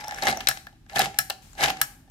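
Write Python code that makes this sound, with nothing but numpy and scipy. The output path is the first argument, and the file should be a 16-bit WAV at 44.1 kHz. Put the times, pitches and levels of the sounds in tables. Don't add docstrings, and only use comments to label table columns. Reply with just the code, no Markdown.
import sys
import numpy as np
from scipy import signal
from scipy.fft import rfft, irfft
from scipy.io import wavfile
from scipy.ndimage import uniform_filter1d

SR = 44100
rng = np.random.default_rng(int(sys.argv[2]) if len(sys.argv) > 2 else 0)


def generate_wav(signal):
    frames = np.transpose(np.atleast_2d(signal))
    scaled = np.clip(frames, -1, 1) * 32767
    pcm = np.round(scaled).astype(np.int16)
    wavfile.write(sys.argv[1], SR, pcm)


def linear_from_db(decibels):
    return 10 ** (np.asarray(decibels, float) / 20)


N = 92610


def high(x, hz):
    return signal.lfilter(*signal.butter(2, hz, "high", fs=SR), x)


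def low_pass(x, hz):
    return signal.lfilter(*signal.butter(2, hz, fs=SR), x)


def unit(x):
    return x / np.sqrt(np.sum(x ** 2) / len(np.atleast_2d(x)) + 1e-30)


def conv(x, h):
    return signal.fftconvolve(np.atleast_2d(x), np.atleast_2d(h), axes=1)[:, :N]


def on_bins(table, size):
    hz, value = np.array(table).T
    bin_hz = np.arange(size // 2 + 1) * SR / size
    return np.interp(np.log(bin_hz + 1), np.log(hz), value)


def shape(x, db, rad=0.):
    return irfft(rfft(x) * linear_from_db(db) * np.exp(1j * rad), x.shape[-1])


def walk(rate):
    hold = int(SR / rate)
    steps = np.repeat(rng.standard_normal(N // hold + 1), hold)
    return 0.47 * uniform_filter1d(steps, hold)[:N]


def pair(size):
    unlike, alike_below_hz = 0.6, 770
    n = rng.standard_normal((3, size))
    swap = (np.sqrt(1 - unlike) - 1) * n[0] + np.sqrt(unlike) * n[1:]
    return n[0] + high(swap, alike_below_hz)


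def ring(modes, rise_s=1e-4):
    t = np.arange(16384) / SR
    h = sum(linear_from_db(db) * np.sin(2 * np.pi * hz * t) * np.exp(-np.log(1000) * t / t60) for hz, db, t60 in modes)
    return unit(h * (1 - np.exp(-t / rise_s)))


def crack(colour):
    cepstrum = irfft(on_bins(colour, size=1024) * np.log(10) / 20)
    cepstrum[1:512] *= 2
    cepstrum[513:] = 0
    return unit(irfft(np.exp(rfft(cepstrum))))


# pitch in Hz, level in dB, t60 in seconds.
TUBE_RING = [(607, -11.5, 0.05), (672.4, 0.5, 0.034), (760.3, -19.5, 0.24), (788.4, 1.5, 0.047),
             (811, -7, 0.064)]


def body(drive, colour, modes, ring_db, strike=None):
    shell, tube = drive
    tube_rise_s, ring_to_room_db = 0.0074, -4
    dry = conv(shell, crack(colour)) + conv(tube, ring(TUBE_RING, tube_rise_s))
    rung = linear_from_db(ring_db) * conv(shell if strike is None else strike, ring(modes))
    return np.array([dry + rung, dry + linear_from_db(ring_to_room_db) * rung])


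def chatter(decay_s):
    t = np.arange(512) / SR
    env = np.exp(-t / decay_s) * np.minimum(t / decay_s * 5, 1)
    burst = pair(size=512) * env
    for _ in range(3):
        white = irfft(np.exp(1j * np.angle(rfft(burst))))
        burst = env ** .3 * white
    return burst


def touch(burst, spot_hz, bright_db):
    soft_hz, spot_width_hz, spot_db = 5000, 300, 1
    top = high(burst, soft_hz)
    spot = signal.lfilter(*signal.iirpeak(spot_hz, spot_hz / spot_width_hz, fs=SR), burst)
    return unit(low_pass(burst, soft_hz)) + linear_from_db(bright_db - 2.0) * unit(top) + linear_from_db(spot_db) * unit(spot)


def blows(table, decay_s):
    shell, tube = np.zeros((2, N)), np.zeros(N)
    for start_s, db, tube_db, *spot in table:
        burst = chatter(decay_s)
        sign = np.sign(burst[0, 9])
        if spot:
            burst = touch(burst, *spot)
        i = int(start_s * SR)
        shell[:, i:i + 512] += linear_from_db(db) * 6 * unit(high(burst, 220))
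        tube[i] += linear_from_db(db + tube_db) * 10 * sign
    return shell, tube


# start in seconds, level in dB, share in the tube in dB.
LEVER_SNAPS = [
    (0.4861, -5.5, -19.5),
    (1.1872, -5, -22),
    (1.8143, -5, -27.5),
]
LEVER_RING_DB = [
    2.5,
    2,
    1,
]
# pitch in Hz, level in dB, t60 in seconds.
LEVER_RING = [(130, -17, 0.092), (1317, -1, 0.077), (1700, 1.5, 0.069), (1695, -9, 0.14),
              (3000, -8.5, 0.029), (4100, -0.5, 0.034), (5060, -4.5, .03), (5464, -1.5, 0.058)]
# frequency in Hz, level in dB.
HARD_CRACK = [(180, -27.5), (300, -42), (1560, 2.5), (3580, -3.5), (5340, -4.5), (7080, -6), (12700, 2.5),
              (16000, -5)]


def lever_snaps():
    snap_s = 0.0039
    strike = np.zeros(N)
    for (start_s, db, _), ring_db in zip(LEVER_SNAPS, LEVER_RING_DB):
        strike[int((start_s + snap_s / 4) * SR)] = 6 * linear_from_db(db + ring_db)
    return body(blows(LEVER_SNAPS, snap_s), HARD_CRACK, LEVER_RING, -7.5, strike)


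def grains():
    per_s, spread_db, grain_s, ceiling = 810, 3.5, 0.00089, 2.8
    sizes = linear_from_db(spread_db * np.minimum(rng.exponential(size=N), 4))
    slips = (rng.random(N) < per_s / SR) * sizes
    grain = signal.lfilter([1], [1, -np.exp(-1 / (grain_s * SR))], slips)
    return np.tanh(grain / np.sqrt(np.mean(grain ** 2)) / ceiling) * ceiling


# lower edge in Hz, upper edge in Hz.
SLIP_BANDS = [
    (80, 1500),
    (1500, 3200),
    (3200, 6500),
    (6500, 18000),
]
# frequency in Hz, level in dB.
GRIND_TONE = [(130, -4), (450, -2), (1000, -11.5), (2000, 6.5), (4500, -4.5), (8000, -11), (12000, -8.5),
              (16000, -22)]
# pitch in Hz, level in dB, t60 in seconds.
GLOBE_RING = [(1394, -5, 0.16), (1769, 10.5, 0.03), (2178, 16.5, 0.0048), (2830, -7, 0.022),
              (3110, -12, 0.051), (3920, -2, 0.022), (5620, -17, 0.045), (6740, -21, 0.087)]


def friction(curves):
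    t, own = np.arange(N) / SR, 0.76
    shared, flutter = grains(), linear_from_db(4 * walk(120))
    crunch = 0
    for band in SLIP_BANDS:
        slips = (1 - own) * shared + own * grains()
        crunch = crunch + slips * signal.lfilter(*signal.butter(1, band, "band", fs=SR), pair(size=N))
    shell, tube = 0, 0
    for curve in curves:
        start_s, level_db, tube_db = np.array(curve).T
        db = np.interp(t, start_s, level_db, left=-120, right=-120)
        shell = shell + linear_from_db(db)
        tube = tube + linear_from_db(db + np.interp(t, start_s, tube_db))
    drive = linear_from_db(0.5) * shell * flutter * crunch, linear_from_db(-8.5) * tube * flutter * rng.standard_normal(N)
    return body(drive, GRIND_TONE, GLOBE_RING, -3.5)


# time in seconds, grinding level in dB, share in the tube in dB.
LEVER_PUSHES = [
    [(.215, -50, -17), (.23, -29.5, 1.5), (.26, -32.5, 11), (.285, -22.5, -4.5), (.32, -34, -5.5),
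     (.37, -49, 21), (.42, -46.5, -5.5), (.465, -52.5, 3)],
    [(.885, -65.5, -16), (.9, -51.5, -5), (.945, -48, 22.5), (.962, -21.5, -6.5), (.987, -30, -22),
     (1.005, -23, -15), (1.06, -34, -8.5), (1.09, -67, -5), (1.18, -52, -6)],
    [(1.56, -61.5, 10), (1.6, -33, 9.5), (1.64, -23, -18.5), (1.66, -27, 4), (1.7, -31, 5.5),
     (1.725, -43, -28), (1.75, -67, -22), (1.81, -44, 19)],
]


def lever_grind():
    return friction(LEVER_PUSHES)


# start in seconds, level in dB, share in the tube in dB, ring of the spot in Hz, brightness in dB.
GLOBE_KNOCKS = [(0.2229, -19, -10, 4050, -30.5), (0.2352, -25.5, 3, 2410, -31),
                (0.2697, -11, -3, 1910, -19.5), (0.3261, -21.5, 1.5, 1800, -18.5),
                (.892, -55, -22, 7120, -8.5), (0.8965, -33.5, -18, 2130, -8), (.9115, -53, 2, 2260, -14),
                (0.9324, -38.5, 3.5, 4100, -8.5), (0.9588, -18.5, -11, 3160, -1),
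                (0.9695, -22.5, -24, 1750, -23.5), (0.9915, -10, -6, 4060, 10),
                (1.017, -13.5, -21, 3100, -26), (1.1435, -35.5, -8, 2360, -14),
                (1.2992, -15.5, -27, 4050, 6.5), (1.304, -17, -12, 2690, -25),
                (1.5319, -42.5, -21, 7040, -8), (1.5515, -44.5, -2.5, 4090, -7),
                (1.5802, -45, 4, 2110, -14), (1.6076, -20, -2.5, 4070, -12), (1.627, -20.5, 4, 2700, -17),
                (1.6587, -13, -15.5, 2640, -8.5), (1.683, -17.5, -2.5, 2560, -20.5),
                (1.702, -14, -7, 2670, -0.5), (1.7698, -30.5, -23, 2140, -19), (2.0764, -59, 7, 1778, -5)]
# start in seconds, level
# in dB, share in the tube in dB, ring of the spot in Hz, brightness in dB.
MORE_GLOBE_KNOCKS = [(.2255, -26, 6.5, 4540, -24.5), (.254, -24.5, 3, 5800, -17),
                     (.2745, -15.5, -19, 1846, -30), (.286, -23, 6.5, 1900, -20),
                     (.312, -21, -17.5, 4110, -18.5), (.350, -43, -9.5, 5550, -15.5),
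                     (.4052, -23.5, -22, 3000, -10), (.7275, -54, 4.5, 3000, -20), (.8635, -52, -6, 1700, -15),
                     (.9622, -21, 0, 3100, -28), (.9845, -19, -19.5, 4050, -20), (.9942, -15.5, 1.5, 4960, -9),
                     (1.008, -18.5, -24, 3510, -20.5), (1.0435, -28, -10, 2700, -24),
                     (1.05, -27.5, -25, 3520, -25), (1.0572, -19, -11.5, 2600, -17.5),
                     (1.066, -35.5, 8.5, 2470, -21), (1.3, -22.5, -36.5, 630, -33.5),
                     (1.5943, -40, -8.5, 1735, -15), (1.6177, -20, -14, 1710, -23.5),
                     (1.636, -11.5, -33, 2760, -25.5), (1.641, -15.5, -22, 3000, -22.5),
                     (1.6455, -18.5, 0.5, 1440, -29), (1.6885, -22.5, -2.5, 2460, -6.5),
                     (1.6975, -26, -28, 4460, -23)]
# start in seconds, level in dB, share in the tube in dB, ring of the spot in Hz, brightness in dB.
SPIRAL_HITS = [(0.0074, -34.5, -32, 4800, -18), (.0105, -42, -3, 5450, -20), (0.0398, -32, -2, 1910, -27.5),
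               (.0436, -30.5, -12, 5440, -4.5), (.073, -35, -19.5, 3550, -25),
               (.0915, -31.5, -11.5, 1690, -23), (.131, -55.5, -23.5, 2300, -26),
               (.174, -38, -16.5, 1700, -20), (.1865, -37, -20.5, 5200, -22.5),
               (.196, -43.5, -16.5, 1900, -25), (.206, -51.5, -24.5, 1783, -19),
               (.2145, -51, -16, 4000, -25), (0.0811, -24.5, -7, 5620, 6),
               (0.1096, -24.5, -11.5, 1900, -27), (0.1215, -28.5, -4, 1940, -0.5),
               (0.1446, -30, -26, 5530, -17), (0.1602, -37.5, -5, 1590, -29),
               (0.184, -29.5, -26, 1550, -2.5), (0.3719, -24, -3.5, 5840, 1),
               (0.4085, -24, -23, 2440, -0.5), (.501, -22.5, -19.5, 1675, -19),
               (.512, -21.5, -13.5, 1750, -17), (0.5726, -27.5, -16, 2190, -19),
               (0.6681, -32, -12, 1684, 0)]


def ball_knocks():
    colour = [(200, -4.0), (1000, 11.0), (3000, 11.5), (16000, 10.5)]  # Hz, dB
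    hits = list(SPIRAL_HITS) + list(GLOBE_KNOCKS) + list(MORE_GLOBE_KNOCKS)
    return body(blows(hits, .003), colour, GLOBE_RING, -11)


# start in seconds, level in dB, share in the tube in dB, ring of the spot in Hz, brightness in dB.
TRAY_LANDING = [
    (.4719, -5, -28, 3890, -9),
    (.4752, -14, -20.5, 2463, -26),
]


def ball_landing():
    return body(blows(TRAY_LANDING, .0006), HARD_CRACK, GLOBE_RING, -11)


# time in seconds, rumble in dB, hum in the tube in dB, hum pitch in Hz.
SPIRAL_ROLL = [
    (0, -40.5, -39.5, 838.3),
    (0.078, -51.5, -40.5, 843.6),
    (0.148, -42.5, -48.5, 818),
    (0.219, -40.5, -48, 760),
]


def roll_rumble():
    return friction([[(s, db - 1.5, -8) for s, db, *_ in SPIRAL_ROLL]])


def roll_hum():
    t, width_hz = np.arange(N) / SR, 110
    time_s, _, hum_db, pitch_hz = np.array(SPIRAL_ROLL).T
    slow = low_pass(rng.standard_normal((2, N)), width_hz / 2)
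    turn = np.exp(2j * np.pi * np.cumsum(np.interp(t, time_s, pitch_hz)) / SR)
    hum = ((slow[0] + 1j * slow[1] + 2 * slow.std()) * turn).real
    fade_db = 790 * np.maximum(t - time_s[-1], 0)
    return hum / hum.std() * linear_from_db(np.interp(t, time_s, hum_db) - fade_db)


# start in seconds, length in seconds, hiss in dB, hum in the tube in dB.
HAND_SHIFTS = [
    (1.421, 0.2, -54, -73),
    (1.83, 0.32, -86, -65),
]
# frequency in Hz, level in dB.
CLOTH_TONE = [(1000, -3), (4000, -3.5), (7000, -5), (12000, -8), (16000, -10)]


def hand_brush():
    t = np.arange(N) / SR
    env = np.array([(t > s) * np.exp(-np.abs(t - s) / length) for s, length, *_ in HAND_SHIFTS])
    hiss, hum = linear_from_db(np.array(HAND_SHIFTS)[:, 2:].T) @ env
    cloth = conv(hiss * rng.standard_normal((2, N)), crack(CLOTH_TONE))
    return cloth + conv(hum * rng.standard_normal(N), ring(TUBE_RING))


# frequency in Hz, level in dB.
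ROOM_TONE = [(300, 9), (690, -9), (790, -1.5), (1000, -6.5), (1700, -5.5), (3500, -7), (7000, -2.5),
             (14000, -10)]


def room(x):
    t, echo_s = np.arange(SR // 2) / SR, 0.013

    def fade(t60):
        return np.exp(-np.log(1000) * t / t60)

    n = pair(size=len(t))
    top = high(n, 1800)
    late = (n - top) * fade(0.45) + top * fade(0.4)
    early = pair(size=len(t)) * fade(0.11)
    h = linear_from_db(-9) * unit(late) + linear_from_db(-2.5) * unit(early)
    h = h * np.clip(t / echo_s, 0, 1) ** 2
    h[:, int(echo_s * SR)] += linear_from_db(-25.5)
    return shape(conv(x, h), on_bins(ROOM_TONE, size=N))


# frequency in Hz, difference in dB.
PORT_LEVEL = [(400, 0), (750, -3), (1100, 0.5), (3500, 1.5), (5800, 10), (8300, 12), (10000, -5),
              (12800, 5)]
# frequency in Hz, phase in radians.
PORT_PHASE = [(350, 0), (900, .6), (1700, 2), (3400, 6.8), (5400, 6.2), (6700, 13), (9600, 40), (15300, 58)]


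def phone_ports(x):
    half = np.array([[.5], [-.5]])
    return shape(x, half * on_bins(PORT_LEVEL, size=N), half * on_bins(PORT_PHASE, size=N))


# frequency in Hz, level in dB.
HUSH_TONE = [(20, -51), (40, 7), (55, -3), (125, -8), (300, -16), (500, -37), (3000, -36), (16000, -48.5)]


def room_hush():
    n = rng.standard_normal((3, N))
    low = low_pass(n, 700)
    rumble = (low[0] + 0.044 * low[1:]) * linear_from_db(0.37 * walk(5.4))
    x = shape(rumble + n[1:] - low[1:], on_bins(HUSH_TONE, size=N))
    return x * linear_from_db(-52) / np.sqrt(np.mean(x ** 2))


def scene():
    toy = lever_snaps() + lever_grind() + ball_knocks() + ball_landing()
    near, to_room = toy + roll_rumble() + roll_hum() + hand_brush()
    return phone_ports(near + room(to_room)) + room_hush()


def band_limit(x):
    return signal.sosfilt(signal.butter(12, 16500, fs=SR, output="sos"), x)


def record(dry):
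    top_cut = signal.butter(10, 15200, fs=SR, output="sos")
    dull = signal.sosfilt(top_cut, high(dry, 40))
    mix = np.clip(dull, -1, 1)
    return band_limit(mix)


dry = scene()
out = record(dry)
generate_wav(out)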